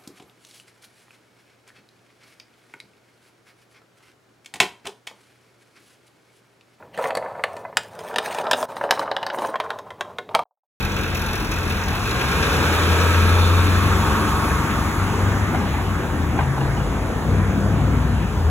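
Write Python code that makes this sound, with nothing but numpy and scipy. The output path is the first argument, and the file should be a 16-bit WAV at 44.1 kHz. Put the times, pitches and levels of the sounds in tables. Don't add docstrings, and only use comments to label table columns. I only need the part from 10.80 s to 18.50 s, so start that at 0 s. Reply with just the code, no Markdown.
import sys
import numpy as np
from scipy import signal
from scipy.fft import rfft, irfft
from scipy.io import wavfile
from scipy.ndimage import map_coordinates

SR = 44100
rng = np.random.default_rng(int(sys.argv[2]) if len(sys.argv) > 2 else 0)


def to_wav(sig):
    pcm = np.clip(np.atleast_2d(sig), -1, 1) * 32767
    pcm = np.round(pcm).astype(np.int16)
    wavfile.write(sys.argv[1], SR, pcm.T)


N = 339570
T, HZ = np.arange(N) / SR, np.fft.rfftfreq(N, 1 / SR)

# t/s, f/Hz
FIRING_RATE = [(0, 43.55), (1.15, 43.5), (1.3, 56.73), (1.7, 79.8), (1.95, 83.1), (2.5, 86.53),
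               (3.1, 90.95), (3.5, 92.86), (4.42, 95.4), (4.62, 101), (4.85, 100.9), (5.28, 90.8),
               (5.47, 78.6), (5.65, 82.9), (6.15, 86.5), (6.53, 95.16), (6.9, 101.5), (7.3, 102.1),
               (7.7, 79)]
CYLINDERS_DB = [3, 1, 3, -3, -1.5, 0, -3.5, 4]
# multiple of firing rate, relative level/dB
FIRING_ORDERS = [(.5, -29), (1, 1), (2, -1), (3, -11), (4, -11), (5, -6.5)]
GROWL_ORDERS = [(.5, -3), (.75, 4), (1.25, -2.5), (1.625, -5), (1.75, -1), (2.25, -4), (2.375, -9),
                (2.5, -6.5), (2.75, -9), (3.25, -4.5), (3.625, -12.5), (4.125, -9), (4.875, -11.5)]
BURBLE_ORDERS = [(3 / 8, -17), (5 / 8, 0.91), (7 / 8, -3.5), (9 / 8, -10.5), (11 / 8, -8), (13 / 8, -5.5),
                 (15 / 8, -15.5), (19 / 8, -11), (22 / 8, -12.5)]
# f/Hz, gain/dB
PIPE_RESPONSE = [(30, -14), (44, -3), (62, -2.5), (85, -1), (100, -1), (130, -1), (150, -5), (172, -31),
                 (195, -10), (220, -17), (260, -18), (500, -20)]
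# peak t/s, rise/s, fall/s, level/dB
BOOM_SWELLS = [(2.05, .18, .3, -21.5), (2.65, 0.42, 0.36, -15.5), (3.1, .14, 0.081, -25),
               (4.22, 0.028, 0.066, -22), (4.45, 0.066, 0.067, -20.5), (4.61, 0.044, 0.047, -22.5),
               (5.08, 0.047, 0.061, -25), (5.48, .12, .1, -27), (6.54, 0.05, 0.097, -19),
               (6.97, 0.17, 0.2, -23.5), (7.38, 0.087, .08, -25.5), (7.68, 0.047, 0.11, -18.5)]
CHUFF_SWELLS = [(3.11, 0.56, 0.3, -33.5)]
BURBLE_SWELLS = [(4.8, 0.36, 0.42, -27.5), (5.5, 0.093, 0.12, -32), (6.08, .13, 0.13, -30.5),
                 (6.55, 0.17, 0.39, -23.5), (7.28, 0.4, 0.17, -22.5)]
GROWL_SWELLS = [(1.72, 0.11, 0.25, -26.5), (3.2, 0.44, 1.17, -24)]
INTAKE_SWELLS = [(2.7, 0.17, 0.36, -37)]
SPLASH_SWELLS = [(4.5, .6, .13, -46.5)]
# peak t/s, rise/s, fall/s, level/dB, multiple of firing rate
ORDER_SWELLS = [(1.92, .38, .45, -39, 7), (2.4, .5, .45, -36, 15), (2.4, .5, .5, -40.5, 13),
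                (2.6, .3, .3, -45, 117 / 4), (2.5, .17, .2, -45, 165 / 4), (2.3, .3, .4, -40, 115 / 8),
                (2.1, .35, .35, -41, 89 / 8), (2.1, .35, .35, -43, 37 / 2), (2.5, .2, .17, -33, 5 / 2),
                (3.3, .35, .4, -38, 93 / 8), (3.35, .3, .4, -39, 95 / 8), (3.5, .6, .45, -40, 111 / 8),
                (3.5, .4, .4, -41, 19 / 2), (4.83, .08, .1, -29, 2), (5.8, .16, .13, -23.5, 13 / 8),
                (6.1, .17, .15, -30, 5 / 8), (6.52, .08, .09, -28, 13 / 8), (6.8, .17, .14, -26.5, 2),
                (7.1, .18, .18, -24.5, 11 / 8), (7.2, .12, .15, -32.5, 19 / 8), (7.38, .05, .06, -27, 2)]
# f/Hz, width/Hz, relative level/dB
SILENCER_MODES = [(157, 54.4, -6), (215, 60, -2), (312, 70, 0)]
BLOCK_MODES = [(436, 67, 13.5), (1384, 135, 11), (1595, 88, 11), (1900, 230, -7), (2400, 370, 6.5),
               (2544, 180, 7.5), (3560, 600, 1), (4100, 420, -7), (5600, 410, -4.5), (12300, 2400, -14)]
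HEAD_MODES = [(3800, 630, 3.5), (4260, 400, -3), (5500, 440, -2), (5840, 500, -0.5), (6800, 830, -13),
              (12000, 3000, -5.5)]
BRACKET_MODES = [(2595, 120, 0)]
COVER_MODES = [(463, 29, 4), (590, 40, -4), (1290, 53, 12), (1656, 130, 10)]
INTAKE_MODES = [(3580, 240, 0.5), (4330, 340, -2.5)]
BOX_MODES = [(785.4, 65, 5.5), (860, 47, -3), (980, 60, -3), (1510, 110, -3), (2280, 220, -10),
             (3150, 150, -16.5)]
TREAD_MODES = [(924, 54, 1.5), (1107, 63, 2.5), (1216, 45, 1), (1380, 430, -1.5)]
SPLASH_BAND = [(6500, 2600, 0)]
# t/s, level/dB, pitch ratio, relative crack level/dB
BOX_KNOCKS = [(4.738, -26, .95, -12), (4.746, -16.5, .95, -9), (4.77, -28, 1.05, -3),
              (4.813, -28, 1.05, -8), (4.94, -23, 1.1, -12), (4.982, -27, .98, -10),
              (5.576, -25.5, 1.03, -2), (5.589, -16.5, 1.05, -4), (5.597, -25, .88, -6),
              (5.608, -23, 1.24, -3), (5.617, -27, .95, 0), (5.632, -26, 1.12, 1), (5.78, -28, 1.1, -10),
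              (5.812, -25, 1.08, -10), (5.974, -29, 1.05, -12)]
# t/s, relative level/dB, f/Hz
SQUEAKS = [(5.812, -32, 2840), (5.975, -30.5, 2930), (6.005, -35, 2850), (6.033, -36, 2830),
           (7.245, -33, 2380)]
# f/Hz, relative density/dB
CRACK_SPECTRUM = [(300, -18), (900, 0), (2500, -10), (3500, -17), (6000, -31)]
RUMBLE_SPECTRUM = [(20, -34), (31, -22), (42, -6), (55, -1.5), (80, 0.5), (110, -5.5), (170, -10),
                   (300, -35), (600, -80)]
BODY_SPECTRUM = [(40, -35), (90, 1), (130, -2), (175, 0.5), (215, 3), (250, 0.5), (300, 1), (430, -3),
                 (550, -6.5), (720, -7), (1000, -9), (2000, -30.5), (4000, -55)]
ROAR_SPECTRUM = [(200, -3.5), (500, -24), (720, -4.5), (920, -0.5), (1020, -1.5), (1130, -2), (1350, -1.5),
                 (1650, -1.5), (2000, -5), (2600, -9), (3200, -14.5), (4500, -21.5), (9000, -28.5)]
SPRAY_SPECTRUM = [(800, -33), (2000, -15), (3400, 6), (4500, 0), (6800, 5), (8500, 0), (11000, 2),
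                  (13500, -3), (15800, -10)]
# nearest t/s, approach/s, retreat/s, then level/dB of rumble, body, roar, tread, spray
WHEEL_PASSES = [(1.85, 0.47, 0.8, -48, -27.5, -28.5, -32.5, -37.5),
                (3.45, 1, 0.75, -32.5, -28.5, -28.5, -27.5, -37.5),
                (4.55, 0.35, 0.52, -48, -31, -32.5, -56, -56),
                (6.05, 0.93, 0.38, -31.5, -30, -61, -57, -50),
                (6.7, 0.88, 0.94, -31, -28.5, -39, -60, -51.5), (7.7, 0.33, 0.41, -25, -34, -40, -60, -58)]
# level/dB of rumble, body, roar, tread, spray
DISTANT_DB = [-30, -31, -34.5, -43.5, -48]
# peak t/s, rise/s, fall/s, level/dB, f/Hz
FAR_HUMS = [(.1, .08, 0.071, -33, 198), (1.05, 0.22, .35, -37.5, 189.8), (1.3, .2, 0.22, -39, 1070),
            (2.3, .35, 0.97, -43, 925.5)]
# f/Hz, coherence
PORT_COHERENCE = [(60, .99), (250, .96), (450, .9), (700, .78), (1300, .87), (1700, .65), (2300, .15),
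                  (2900, .3), (3500, .78), (4800, .93), (15000, .9)]
# f/Hz, phase/rad
PORT_LEAD = [(0, 0), (400, -.4), (800, -.05), (1500, .5), (2050, 2), (3400, .9), (4800, 3.14), (6700, 6.2),
             (8900, 9.42), (13200, 15.7), (16000, 19.8)]
# f/Hz, level/dB
PORT_BALANCE = [(40, 1.5), (90, 2.5), (180, 4), (350, 2.5), (700, 0.5), (1400, -0.5), (3000, 0)]

IDLE_HZ, BONNET_PAST_S = 44.6, 2.32
BAY_FADE_DB_PER_S, IDLE_FADE_DB_PER_S = 9.5, 1


def exhaust(firings, firing_hz, idle_db=-30):
    boom = np.hypot(amp(idle_db) * screening(IDLE_FADE_DB_PER_S), swells(BOOM_SWELLS))
    return boom * sum(amp(db + log_lookup(PIPE_RESPONSE, k * firing_hz)) * order(firings, k, rough=.05)
                      for k, db in FIRING_ORDERS)


def chuff(firings, uneven_db=2):
    puffs = np.diff(firings // 4, prepend=0) * amp(uneven_db * rng.standard_normal(N))
    ring = ringing(SILENCER_MODES, T[:SR // 10])
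    return swells(CHUFF_SWELLS) * unit(signal.oaconvolve(puffs, ring)[:N])


def burble(firings):
    return swells(BURBLE_SWELLS) * order_stack(firings, BURBLE_ORDERS, rough=.1)


def clatter(firings, firing_hz, head_db=-39, bracket_db=-40, cyclic_share=.5):
    depth = np.clip(.32 * (IDLE_HZ / firing_hz) ** .79, 0, 1)
    octaves = np.log2(firing_hz / IDLE_HZ)
    thump = firing_bursts(firings, rise=.34, decay=.92, uneven_db=3)
    tick = firing_bursts(firings, rise=.16, decay=.36, uneven_db=1.5)
    loose = noise(resonances(BLOCK_MODES), patchy_db=2, bands=110)
    cyclic = cyclic_shake(firings, resonances(BLOCK_MODES))
    shake = np.sqrt(cyclic_share) * cyclic + np.sqrt(1 - cyclic_share) * loose
    block = bay_gain(firing_hz) * (1 - depth + depth * thump) * shake
    head = tick * noise(resonances(HEAD_MODES), patchy_db=2.2, patch_hz=22, bands=24)
    bracket = thump * noise(resonances(BRACKET_MODES) ** 2, patchy_db=2)
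    ticks = amp(head_db - .8 * octaves) * head + amp(bracket_db - 2 * octaves) * bracket
    return block + screening(BAY_FADE_DB_PER_S) * ticks


def firing_bursts(firings, rise, decay, uneven_db):
    age, index = firings % 1, firings.astype(int)
    level_db = np.take(CYLINDERS_DB, index, mode="wrap") + uneven_db * rng.standard_normal(N)[index]
    return unit(amp(level_db) * (1 - np.exp(-(age / rise) ** 2)) * np.exp(-age / decay))


def cyclic_shake(firings, response, harmonics=1100, size=16384):
    real, imaginary, strength = rng.standard_normal((3, 2, harmonics))
    cycles = irfft((real + 1j * imaginary) * amp(2 * strength), size)
    position = firings / len(CYLINDERS_DB) % 1 * size
    shake = np.array([np.interp(position, np.arange(size), cycle) for cycle in cycles])
    return unit(at_ports(shake * np.sqrt(np.gradient(firings)), response))


def whine(firings, firing_hz, relative_db=-8.5):
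    return amp(relative_db) * bay_gain(firing_hz) * cyclic_shake(firings, resonances(COVER_MODES))


def growl(firings, idle_db=-36.5):
    gain = np.hypot(amp(idle_db) * screening(IDLE_FADE_DB_PER_S), swells(GROWL_SWELLS))
    return gain * order_stack(firings, GROWL_ORDERS, rough=.25)


def engine_hums(firings):
    return sum(swells([swell]) * order(firings, k, rough=.24) for *swell, k in ORDER_SWELLS)


def intake():
    return swells(INTAKE_SWELLS) * noise(resonances(INTAKE_MODES) ** 2, patchy_db=3)


def bay_gain(firing_hz, idle_db=-30.5, db_per_octave=7):
    return amp(idle_db + db_per_octave * np.log2(firing_hz / IDLE_HZ)) * screening(BAY_FADE_DB_PER_S)


def screening(fade_db_per_s):
    return amp(-fade_db_per_s * np.maximum(T - BONNET_PAST_S, 0))


def cargo_box(t60_s=.096, attack_s=.001, crack_s=.0036, dull_hz=4000):
    out = np.zeros((2, N))
    thud = amp(-9) * noise(spectrum(BODY_SPECTRUM), patchy_db=5)
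    crack_noise = noise(spectrum(CRACK_SPECTRUM), patchy_db=2.5)
    for onset_s, db, pitch, crack_db in BOX_KNOCKS:
        age_s = np.maximum(T - onset_s, 0)
        rattle = amp(-2) * noise(resonances(BOX_MODES, pitch) / (1 + (HZ / dull_hz) ** 4), patchy_db=0)
        ring = amp(-1) * ringing(BOX_MODES, age_s, pitch)
        crack = amp(crack_db) * np.exp(-age_s / crack_s) * crack_noise
        attack = 1 - np.exp(-age_s / attack_s)
        out += amp(db) * attack * (amp(-60 * age_s / t60_s) * (rattle + thud) + ring + crack)
    return out


def squeaks(rise_s=.005, fall_s=.016, gain_db=-4.5):
    wavering_s = np.cumsum(1 + .026 * drift(300)) / SR
    grip = amp(gain_db) * (1 + .45 * drift(120))
    return grip * sum(amp(db) * np.exp(-abs(offset(peak_s, rise_s, fall_s)))
                      * np.sin(2 * np.pi * hz * wavering_s) for peak_s, db, hz in SQUEAKS)


def splash():
    return swells(SPLASH_SWELLS) * noise(resonances(SPLASH_BAND) ** 2, patchy_db=1)


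def road():
    rumble, body, roar, tread, spray = traffic_gains()
    tread_song = noise(resonances(TREAD_MODES) ** 2, patchy_db=1, bands=40)
    return (rumble * noise(spectrum(RUMBLE_SPECTRUM), patchy_db=.3)
            + body * noise(spectrum(BODY_SPECTRUM), patchy_db=1.5)
            + roar * noise(spectrum(ROAR_SPECTRUM), patchy_db=1.8, bands=30)
            + tread * tread_song
            + spray * tyre_spray())


def tyre_spray(air_cut_hz=10800, recede_s=(3.8, 6)):
    colour = spectrum(SPRAY_SPECTRUM)
    far = np.interp(T, recede_s, [0, 1])
    near_hiss = noise(colour, patchy_db=1.2, patch_hz=26, bands=30)
    far_hiss = noise(colour / np.sqrt(1 + (HZ / air_cut_hz) ** 6), patchy_db=.8, patch_hz=26, bands=30)
    return np.sqrt(1 - far) * near_hiss + np.sqrt(far) * far_hiss


def traffic_gains(falloff_exponent=1.61):
    power = amp(DISTANT_DB)[:, None] ** 2
    for nearest_s, approach_s, retreat_s, *levels_db in WHEEL_PASSES:
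        distance = np.hypot(1, offset(nearest_s, approach_s, retreat_s))
        power = power + (amp(levels_db)[:, None] / distance ** falloff_exponent) ** 2
    return np.sqrt(power)


def far_hums():
    return sum(swells([swell]) * order(count_cycles(hz, wobble=.003), 1, rough=.25)
               for *swell, hz in FAR_HUMS)


def count_cycles(hz, wobble):
    return np.cumsum(hz * (1 + wobble * drift(7.34))) / SR


def order(firings, multiple, rough):
    return np.sqrt(2) * np.cos(2 * np.pi * (multiple * firings + rng.random())) * (1 + rough * drift(25))


def order_stack(firings, orders, rough):
    return unit(sum(amp(db) * order(firings, k, rough) for k, db in orders))


def resonances(modes, pitch=1):
    return np.sqrt(sum(amp(db) ** 2 * (HZ * width) ** 2
                       / ((HZ ** 2 - (hz * pitch) ** 2) ** 2 + (HZ * width) ** 2)
                       for hz, width, db in modes))


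def ringing(modes, age_s, pitch=1):
    return sum(amp(db) * np.exp(-np.pi * width * age_s) * np.sin(2 * np.pi * hz * pitch * age_s)
               for hz, width, db in modes)


def noise(colour, patchy_db, patch_hz=14, bands=14):
    hz, frame_s, frames = signal.stft(at_ports(rng.standard_normal((2, N)), colour), SR, nperseg=1024)
    band = np.log1p(hz / 300) / np.log1p(hz[-1] / 300) * (bands - 1)
    grid = np.meshgrid(band, frame_s * patch_hz, indexing="ij")
    patches = unit(map_coordinates(rng.standard_normal((bands, 800)), grid, order=1, mode="mirror"))
    return unit(signal.istft(frames * amp(patchy_db * patches), SR, nperseg=1024)[1][:, :N])


def at_ports(pair, colour):
    left, other = rfft(pair)
    coherence = log_lookup(PORT_COHERENCE)
    right = coherence * left + np.sqrt(1 - coherence ** 2) * other
    return irfft(colour * np.array([left, right]), N)


def swells(rows):
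    return np.sqrt(sum(amp(db) ** 2 * np.exp(-offset(*timing_s) ** 2) for *timing_s, db in rows))


def offset(peak_s, rise_s, fall_s):
    return (T - peak_s) / np.where(T < peak_s, rise_s, fall_s)


def drift(rate_hz):
    return unit(irfft(rfft(rng.standard_normal(N)) * np.exp(-(HZ / rate_hz) ** 2), N))


def log_lookup(points, hz=HZ):
    points_hz, values = np.transpose(points)
    return np.interp(np.log(hz + 1), np.log(points_hz + 1), values)


def spectrum(points):
    return amp(log_lookup(points))


def amp(db):
    return 10 ** (np.asarray(db) / 20)


def unit(x):
    return x / np.sqrt(np.mean(x ** 2) + 1e-20)


def scene():
    firing_hz = np.interp(T, *np.transpose(FIRING_RATE))
    firings = count_cycles(firing_hz, wobble=.0012)
    bay = clatter(firings, firing_hz) + whine(firings, firing_hz)
    front = bay + growl(firings) + engine_hums(firings) + intake()
    tailpipe = burble(firings) + exhaust(firings, firing_hz) + chuff(firings)
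    rear = tailpipe + cargo_box() + squeaks() + splash()
    return front + rear + far_hums() + road()


def record(dry, low_cut_hz=36, high_cut_hz=15900):
    lead_rad = np.interp(HZ, *np.transpose(PORT_LEAD))
    left_gain = amp(log_lookup(PORT_BALANCE) / 2) * np.exp(.5j * lead_rad)
    wind_filter = 1 / np.sqrt(1 + (low_cut_hz / (HZ + 1)) ** 10)
    ports = irfft(rfft(dry) * wind_filter * np.array([left_gain, 1 / left_gain]), N)
    lowpass = signal.firwin(511, high_cut_hz, window=("kaiser", 9), fs=SR)
    return signal.oaconvolve(ports, lowpass[None], "same")


dry = scene()
out = record(dry)
to_wav(out)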